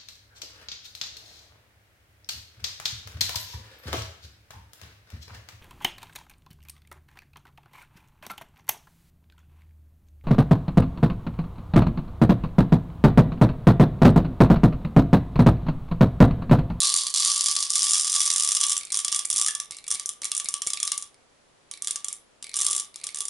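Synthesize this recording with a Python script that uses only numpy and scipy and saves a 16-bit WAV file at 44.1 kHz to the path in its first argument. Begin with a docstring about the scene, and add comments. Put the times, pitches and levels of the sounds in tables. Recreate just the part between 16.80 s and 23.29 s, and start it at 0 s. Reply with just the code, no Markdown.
"""Lead shot pours out of a cut-open shotgun shell into a small plastic bottle, close to the microphone.
Each pellet is an impact: a click and a dying chain of contacts, filtered by the wall and bottom, then hops.
The bottle's air column rings with every landing, and the heap stiffens and damps the bottom as it grows.
A dense stream gives way to spurts and stray pellets; finger taps make the shot jump inside the shell.
Sparse decaying reflections form a small room, over low rumble and microphone hiss."""
import sys
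import numpy as np
from scipy import signal
from scipy.fft import rfft, irfft
from scipy.io import wavfile

SR = 44100
rng = np.random.default_rng(int(sys.argv[2]) if len(sys.argv) > 2 else 0)


def generate_wav(sig):
    """Save sig (samples, or channels by samples) to the path in sys.argv[1] as 16-bit PCM at SR."""
    pcm = np.round(np.clip(np.atleast_2d(sig).T, -1, 1) * 32767).astype(np.int16)
    wavfile.write(sys.argv[1], SR, pcm)


N = 286209  # length in samples
SIZE = 2048  # length of a click or filter in samples


def amp(db):
    """Level law: decibels to amplitude gain."""
    return 10 ** (np.asarray(db) / 20)


def read(points, hz):
    """Interpolation: joins table points by straight lines on a log-frequency axis."""
    f, value = np.transpose(points)
    return np.interp(np.log(hz + 1), np.log(f), value)


def add(mix, s, sound):
    """Superposition: adds a sound to the mix at time s, cut off at the end."""
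    start = max(round(s * SR), 0)
    part = mix[..., start:][..., :sound.shape[-1]]
    part += sound[..., :part.shape[-1]]


def causal(db):
    """Minimum phase: folding the cepstrum gives the promptest filters with these gains, as spectra."""
    cepstrum = irfft(np.log(amp(db)))
    cepstrum[..., 1:SIZE // 2] *= 2
    cepstrum[..., SIZE // 2 + 1:] = 0
    return np.exp(rfft(cepstrum))


def mode(hz, t60, db):
    """Free damped vibration: a sine that falls 60 dB in t60 seconds."""
    t = np.arange(SR // 3) / SR
    return amp(db - 60 * t / t60) * np.sin(2 * np.pi * hz * t)


def rung(modes):
    """Modal superposition: a struck body sounds as the sum of its damped modes."""
    return sum(mode(*row) for row in modes)


def clicks(colour_db, rattle_s, contacts_per_s, first, blur):
    """Impact chain: each row is a first contact and a dying run of random ones, filtered by its colour."""
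    t = np.arange(SIZE) / SR
    shape = (len(colour_db), SIZE)
    contacts = rng.random(shape) < contacts_per_s / SR
    chain = rng.standard_normal(shape) * (blur + contacts) * np.exp(-t / rattle_s)
    chain[:, 0] = first
    sound = irfft(rfft(chain) * causal(colour_db))
    energy = (sound ** 2).sum(1, keepdims=True)
    return sound / np.sqrt(energy / (0.005 * SR))  # 0 dB if the energy is spread over 5 ms


def place(times, gains, sounds, spread):
    """Intensity stereo: lays sounds out in time, each with a random level difference between the sides."""
    mix = np.zeros((2, N))
    sides = spread * rng.standard_normal(len(times))
    for s, gain, sound, side in zip(times, gains, sounds, sides):
        add(mix, s, gain * np.outer([1 + side, 1 - side], sound))
    return mix


# Pellets leave in single file: timing scatter in shares of one gap, and strength scatter.
UNEVEN, SCATTER_DB = 0.3, 2.5


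def trickle(runs):
    """Jittered pulse train: pellets follow one another unevenly while their level drifts along each run."""
    times, levels = [], []
    for start, length, number, db, change_db in runs:
        count = max(round(number), 1)
        late, force = rng.standard_normal((count, 2)).T
        along = np.clip((np.arange(count) + 0.5 + UNEVEN * late) / count, 0, 1)
        times.append(start + length * along)
        levels.append(db + change_db * along + SCATTER_DB * np.clip(force, -2, 1.5))
    return np.concatenate(times), np.concatenate(levels)


# Relative spectrum of the steady background: [f/Hz, level/dB]
HUSH_SPECTRUM = [(20, -10.5), (45, -7), (130, -8), (500, -5), (1500, -12), (7000, -19), (11000, -22)]
HUSH_DB, HUSH_CUT_HZ = -61, 11100  # overall level, frequency above which the background falls silent


def hush():
    """Partly coherent noise: rumble is most alike at both sides in the bass, under microphone hiss."""
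    hz = np.fft.rfftfreq(N, 1 / SR)
    a, b = rfft(rng.standard_normal((2, N)))
    coherence = np.clip(read([(50, 0.49), (250, 0.083), (4000, 0.11)], hz), 0, 1)
    sides = np.array([a, coherence * a + np.sqrt(1 - coherence ** 2) * b])
    noise = irfft(sides * amp(read(HUSH_SPECTRUM, hz)) * (hz < HUSH_CUT_HZ), N)
    return amp(HUSH_DB) * noise / noise.std()


# Reverberation time of the room: [f/Hz, t60/s]
ROOM_DECAY = [(300, 0.04), (1100, 0.36), (3000, 0.31), (7000, 0.19), (11000, 0.28)]


def room(x):
    """Reverberation: random reflections from table, hands and walls decay at a rate set by frequency."""
    t = np.arange(SR // 2) / SR
    reflections = rng.standard_normal((2, SR // 2)) * (rng.random((2, SR // 2)) < 5000 / SR)
    reflections *= np.clip(t / 0.0035 - 0.5, 0, 1)  # silent at first, then rising to full density
    reflections = reflections + 0.2 * reflections[::-1]  # the sides share a little
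    hz, frame_s, z = signal.stft(reflections, SR, nperseg=256)
    wet_db = read([(400, -5.5), (1100, -1.0), (3000, -4), (8000, -10.5)], hz)[:, None]
    faded = z * amp(-60 * frame_s / read(ROOM_DECAY, hz)[:, None])
    # the unfiltered decay of the left side sets unit energy
    scale = np.linalg.norm(signal.istft(faded, SR, nperseg=256)[1][0])
    tail = signal.istft(faded * amp(wet_db), SR, nperseg=256)[1] / scale
    return signal.fftconvolve(x, tail, axes=1)[:, :N]


# Finger taps on the shell, level before the gain of each sound they cause: [t/s, level/dB]
FINGER_TAPS = [(2.282, -55), (2.539, -52), (2.907, -55), (3.147, -49.5), (3.418, -47.5), (3.643, -53),
               (3.866, -47.5), (5.287, -61), (6.157, -63)]
# The shell knocks once on the rim: [t/s, level/dB]
RIM_KNOCK = (2.685, -36.5)
# Modes of the knocked rim, level relative to the knock: [f/Hz, t60/s, level/dB]
RIM_MODES = [(1734, 0.064, 7.5), (1884, 0.12, -11.5), (2780, 0.074, -3)]


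def fingers():
    """Soft impact: fingertip thuds are short low-band noise bursts; one rim knock rings damped modes."""
    s, db = np.transpose(FINGER_TAPS)
    t = np.arange(SIZE) / SR
    band = signal.butter(1, [70, 420], "band", fs=SR, output="sos")
    bursts = rng.standard_normal((len(s), SIZE)) * np.exp(-t / 0.00494)
    thuds = signal.sosfilt(band, bursts)
    mix = place(s, amp(db + 8.0), thuds / abs(thuds).max(1, keepdims=True), spread=0.1)
    knock_s, knock_db = RIM_KNOCK
    add(mix, knock_s, amp(knock_db) * rung(RIM_MODES))
    return mix


# Single drops of shot inside the shell: [t/s, level/dB]
SHELL_DROPS = [(2.033, -32), (2.104, -31), (2.45, -29), (2.921, -32), (2.986, -37), (3.042, -38.5),
               (3.067, -36), (3.155, -29), (3.433, -31), (3.658, -27.5), (3.973, -26.5), (4.134, -34),
               (4.344, -51), (4.938, -34), (4.975, -39.5), (5.643, -31.5), (6.143, -42), (6.29, -33.5)]
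# Shot sliding along the shell: [start t/s, length t/s, pellets, first level/dB, change by the end/dB]
SHELL_SLIDES = [(2.0, 0.098, 4, -36, -7), (5.66, .08, 4, -37, -5), (6.19, 0.055, 3, -47, 11.5)]
# Relative spectrum of clicks inside the shell: [f/Hz, level/dB]
SHELL_SPECTRUM = [(100, -22.5), (600, -31), (1500, -20), (2300, 2), (3000, -12.5), (4200, 2), (5400, -5),
                  (6800, -8), (8200, -2.5), (11000, -4)]
# Mean air note of the shell, level relative to each contact: [f/Hz, t60/s, level/dB]
SHELL_AIR = (2300, 0.056, -11)


def shell(falls_per_tap=4, waver=0.02):
    """Cavity resonance: sliding shot, and shot falling back after taps, excites a randomly varying air note."""
    tap_s, tap_db = np.repeat(FINGER_TAPS, falls_per_tap, axis=0).T
    fall_s = tap_s + rng.uniform(0.0034, 0.041, len(tap_s))
    fall_db = tap_db + 11 + 3 * rng.standard_normal(len(tap_s))
    s, db = np.hstack([np.transpose(SHELL_DROPS), trickle(SHELL_SLIDES), [fall_s, fall_db]])
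    colour_db = np.tile(read(SHELL_SPECTRUM, np.fft.rfftfreq(SIZE, 1 / SR)), (len(s), 1))
    ticks = clicks(colour_db, rattle_s=0.0022, contacts_per_s=1900, first=2.1, blur=0.2)
    note_hz, t60, note_db = SHELL_AIR
    pitches_hz = note_hz * (1 + waver * rng.standard_normal(len(s)))
    notes = [mode(hz, t60, note_db) for hz in pitches_hz]
    return place(s, amp(db), ticks, spread=0.1) + place(s, amp(db), notes, spread=0.192)


# Pellets that land hard or alone, plus a few faint dull clicks from inside the shell (near 2.91, 4.91, 5.63 and
# 6.16 s) played the same way; dullness means more knock of plastic, less tick of metal: # [t/s, level/dB,
# dullness/dB]
HARD_LANDINGS = [(.0036, -15.5, -9), (0.0315, -16.5, 3), (0.0534, -17, -6), (.1405, -14.5, -4.5),
                 (0.1642, -16, -2.5), (.2678, -19.5, 5), (.302, -27.5, -3.5), (0.3402, -17.5, 1.5),
                 (0.3985, -18.5, -2), (0.4488, -15, -6), (0.5171, -16, -6), (.609, -14.5, -5.5),
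                 (.66, -15.5, 0.5), (0.6851, -18.5, 10.5), (0.7133, -17, -1.5), (0.7648, -16.5, 8.5),
                 (0.8052, -19.5, -1), (0.8267, -19.5, 7), (0.9039, -15.5, -4), (0.9554, -15, 4),
                 (1.0974, -17.5, -11), (1.144, -16.5, 4), (1.3627, -17, 6.5), (1.405, -14, 4),
                 (1.4764, -16, 6.5), (1.5029, -15, 9), (1.561, -15, 2), (1.6348, -17.5, 1),
                 (1.7188, -14, -2), (1.7685, -16.5, 9.5), (1.8122, -15, 8), (1.92, -16.5, 5),
                 (1.967, -20.5, 9.5), (1.978, -20, -21.5), (2.0513, -31.5, -9.5), (2.121, -20, 5),
                 (2.1722, -16.5, -5), (2.2476, -16.5, 4), (2.2812, -20.5, 14), (2.3212, -21, 6.5),
                 (2.3466, -18.5, 5), (2.392, -18, 8), (2.4532, -19.5, -21.5), (2.502, -15.5, -5.5),
                 (2.561, -17, -2.5), (2.5808, -15, -3), (2.6135, -14.5, 2.5), (2.6632, -16, 8),
                 (2.6835, -17, 2.5), (2.7508, -20.5, 5.5), (2.8008, -21, 3), (2.909, -29, 10),
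                 (2.9682, -33.5, 2), (3.0797, -24.5, 4), (3.114, -16.5, 0.5), (3.1972, -24, 12),
                 (3.259, -20.5, -10), (3.292, -21, 2), (3.4186, -29, 17), (3.4447, -22.5, 4),
                 (3.4536, -20, 5), (3.5171, -19, 10), (3.5779, -18.5, -12), (3.5995, -21, 10),
                 (3.645, -28, -6), (3.6869, -17.5, -4.5), (3.7406, -18, 8.5), (3.8196, -21, 9),
                 (3.8717, -17, -1), (3.9035, -23, 10), (3.9341, -19.5, 10.5), (4.0016, -23, 4),
                 (4.0298, -16, 4), (4.0766, -20.5, 14.5), (4.1187, -17, 9), (4.178, -20.5, -2.5),
                 (4.2245, -27, 3.5), (4.913, -28.5, 9), (5.0222, -24, 1), (5.046, -27.5, 6),
                 (5.0728, -19.5, 6), (5.0821, -24, 8), (5.1088, -19, 1), (5.1588, -22, 10),
                 (5.245, -21, -3), (5.2838, -22.5, -1), (5.3279, -24, -16), (5.626, -31, 11),
                 (5.7415, -25, 16), (5.7672, -18, -10), (5.813, -16.5, -3), (5.866, -15, 2),
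                 (5.911, -16, -18), (5.9642, -18, -11), (5.9986, -19.5, -0.5), (6.159, -31.5, 10),
                 (6.2407, -24.5, 2), (6.2684, -24.5, 7), (6.3459, -26.5, 6), (6.4062, -19, -5.5),
                 (6.454, -24, -3), (6.4826, -24.5, 0)]
# Surges of shot out of the shell: [start t/s, length t/s, pellets, first level/dB, change by the end/dB]
STREAM_SURGES = [(.01, .235, 15, -17.5, -7), (.345, 0.25, 22, -19, -3.5), (.615, 0.29, 14, -22, -7),
                 (.93, 0.55, 48, -19.5, -0.5), (1.51, 0.43, 32, -20.5, 2), (2.125, 0.086, 7, -19.5, -5.5),
                 (2.31, 0.073, 5, -19.5, 0.5), (2.51, .2, 14, -19.5, -3), (3.095, 0.063, 5, -19.5, -6),
                 (3.535, 0.039, 2, -22.5, 3), (3.86, .025, 2, -24.5, 0), (4.038, 0.042, 2, -25, 4.5),
                 (5.752, 0.2, 21, -20.5, -3), (5.97, .05, 3, -23.5, -7.5), (6.355, 0.071, 5, -26.5, -1)]
DULL_DB, DULL_SCATTER_DB = 1.5, 5.5  # dullness of the stream
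# Stream pellets this close to a hard landing only glance off.
CLEAR_S, GLANCE_DB = 0.0047, -9


def landings():
    """Point process: hard landings and the stream between them, as times, levels and dullness."""
    hard_s, hard_db, hard_dull_db = np.transpose(HARD_LANDINGS)
    s, db = trickle(STREAM_SURGES)
    apart_s = abs(s[:, None] - hard_s).min(1)
    db = db + GLANCE_DB * np.exp(-(apart_s / CLEAR_S) ** 2)
    dull_db = DULL_DB + DULL_SCATTER_DB * rng.standard_normal(len(s))
    return np.r_[hard_s, s], np.r_[hard_db, db], np.r_[hard_dull_db, dull_db]


# Pitch of the bare bottom, and its rise when all the shot is in.
BOTTOM_HZ, STIFFEN_HZ, STIFFEN_CURVE = 4225, 1480, 0.67
# Bottle thud on the table: level relative to the landing when empty, and gain when full.
THUD_DB, THUD_GAIN_DB = -25, 33.5


def heap(s):
    """Mass, stiffness and damping: each pellet raises the bottom's pitch, damps it and weighs it down."""
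    full = np.argsort(np.argsort(s)) / len(s)  # share of the shot already landed

    def damped(deep_db, bare_db, share):
        """Exponential damping from the bare level towards the level under a deep heap."""
        return deep_db + bare_db * np.exp(-full / share)

    bottom_hz = BOTTOM_HZ + STIFFEN_HZ * full ** STIFFEN_CURVE
    boom_db = damped(deep_db=-3.5, bare_db=19.6, share=0.46)
    air_db = damped(deep_db=-6, bare_db=5.1, share=0.19)
    return bottom_hz, boom_db, air_db, THUD_DB + THUD_GAIN_DB * full


# Air column of the bottle, closed at one end; pitch it settles to, level relative to the blow:
# [f/Hz, t60/s, level/dB]
BOTTLE_AIR = (1168, 0.096, -19.5)


def air_column(times, db, waver=0.02, unsure_db=2):
    """Air-column resonance: every blow sounds the air, whose note creeps up as the bottle fills."""
    note_hz, t60, note_db = BOTTLE_AIR
    detune, force = rng.standard_normal((len(times), 2)).T
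    pitch_hz = note_hz * (1 - 0.04 * np.exp(-times / 0.99) + waver * detune)
    notes = [mode(hz, t60, note_db) for hz in pitch_hz]
    cushion_db = 0.76 * np.clip(db + 30.5, -12, 0)  # the heap soaks up light touches
    gains = amp(db + cushion_db + unsure_db * force)
    return place(times, gains, notes, spread=0.05) * amp([[-1.5], [1.5]])


# Relative spectrum of a landing: [f/Hz, level/dB]
LANDING_SPECTRUM = [(100, -79), (450, -38.5), (750, -25.5), (1400, -29.5), (1750, -16.5), (2650, -15),
                    (3200, -2.5), (4400, -9), (5600, -0.5), (7000, -0.5), (9000, 2.5), (11000, -0.5)]
# Peaks and hollows of the plastic wall: [f/Hz, half width f/Hz, level/dB]
WALL_RESONANCES = [(3251, 88, -12.5), (3380, 55, 7.5), (6180, 320, 5), (6435, 106, -7), (7280, 440, 6),
                   (7860, 120, -6.5), (8960, 297, 5.5), (9900, 93, -2), (10710, 280, 4)]
# Bottle standing on the table, level relative to the thud: [f/Hz, t60/s, level/dB]
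STANDING_MODES = [(296, 0.12, -59.5), (462, 0.039, -39), (860, 0.06, -45)]


def pellets(hop_count=6):
    """Impact and rebound: landings and hops are coloured by the wall and the heap-laden bottom."""
    s, db, dull_db = landings()
    bottom_hz, boom_db, air_db, thud_db = heap(s)
    hz = np.fft.rfftfreq(SIZE, 1 / SR)
    wall_db = sum(peak_db / (1 + ((hz - f) / width) ** 2) for f, width, peak_db in WALL_RESONANCES)
    bottom_db = boom_db[:, None] / (1 + ((hz - bottom_hz[:, None]) / 700) ** 2)
    # gain in dB for each dB of dullness
    dull_weight = read([(900, 0.79), (3000, 0.88), (4800, 0.87), (7500, 0.37)], hz)
    colour_db = read(LANDING_SPECTRUM, hz) + wall_db + bottom_db + dull_db[:, None] * dull_weight
    cracks = clicks(colour_db, rattle_s=0.0029, contacts_per_s=2400, first=1.69, blur=0.15)
    mix = place(s, amp(db), cracks, spread=0.085)
    mix = mix + air_column(s, db + air_db + 0.3 * dull_db)
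    mix = mix + place(s, amp(db + thud_db), [rung(STANDING_MODES)] * len(s), spread=1.0)
    # hops are stronger on the bare bottom than on the heap
    at, hop_db = s, db - 16.5 + 1.06 * np.clip(boom_db, 0, 8)
    for _ in range(hop_count):
        at = at + rng.uniform(0.003, 0.013, len(s))
        hops = clicks(colour_db, rattle_s=0.0018, contacts_per_s=5500, first=1.8, blur=0.21)
        hop_gains = amp(hop_db + 1.2 * rng.standard_normal(len(s)))
        mix = mix + place(at, hop_gains, hops, spread=0.074)
        mix = mix + air_column(at, hop_db + air_db - 3.5)
        hop_db = hop_db - 1.6
    return mix


def scene():
    """Superposition: close sources, slightly to the right, with their reverberation and the background."""
    near = (pellets() + shell() + fingers()) * amp([[-0.3], [0.3]])
    return near + room(near) + hush()


# Steep upper band limit: [f/Hz, gain/dB]
BAND_LIMIT = [(10900, 0), (11050, -4), (11280, -19), (12000, -36), (13000, -52), (15000, -68),
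              (17000, -100)]


def record(dry):
    """Linear filtering: a minimum-phase low-pass removes the top of the treble."""
    edge = irfft(causal(read(BAND_LIMIT, np.fft.rfftfreq(SIZE, 1 / SR))))
    return signal.oaconvolve(dry, edge[None], axes=1)[:, :N]


dry = scene()
out = record(dry)
generate_wav(out)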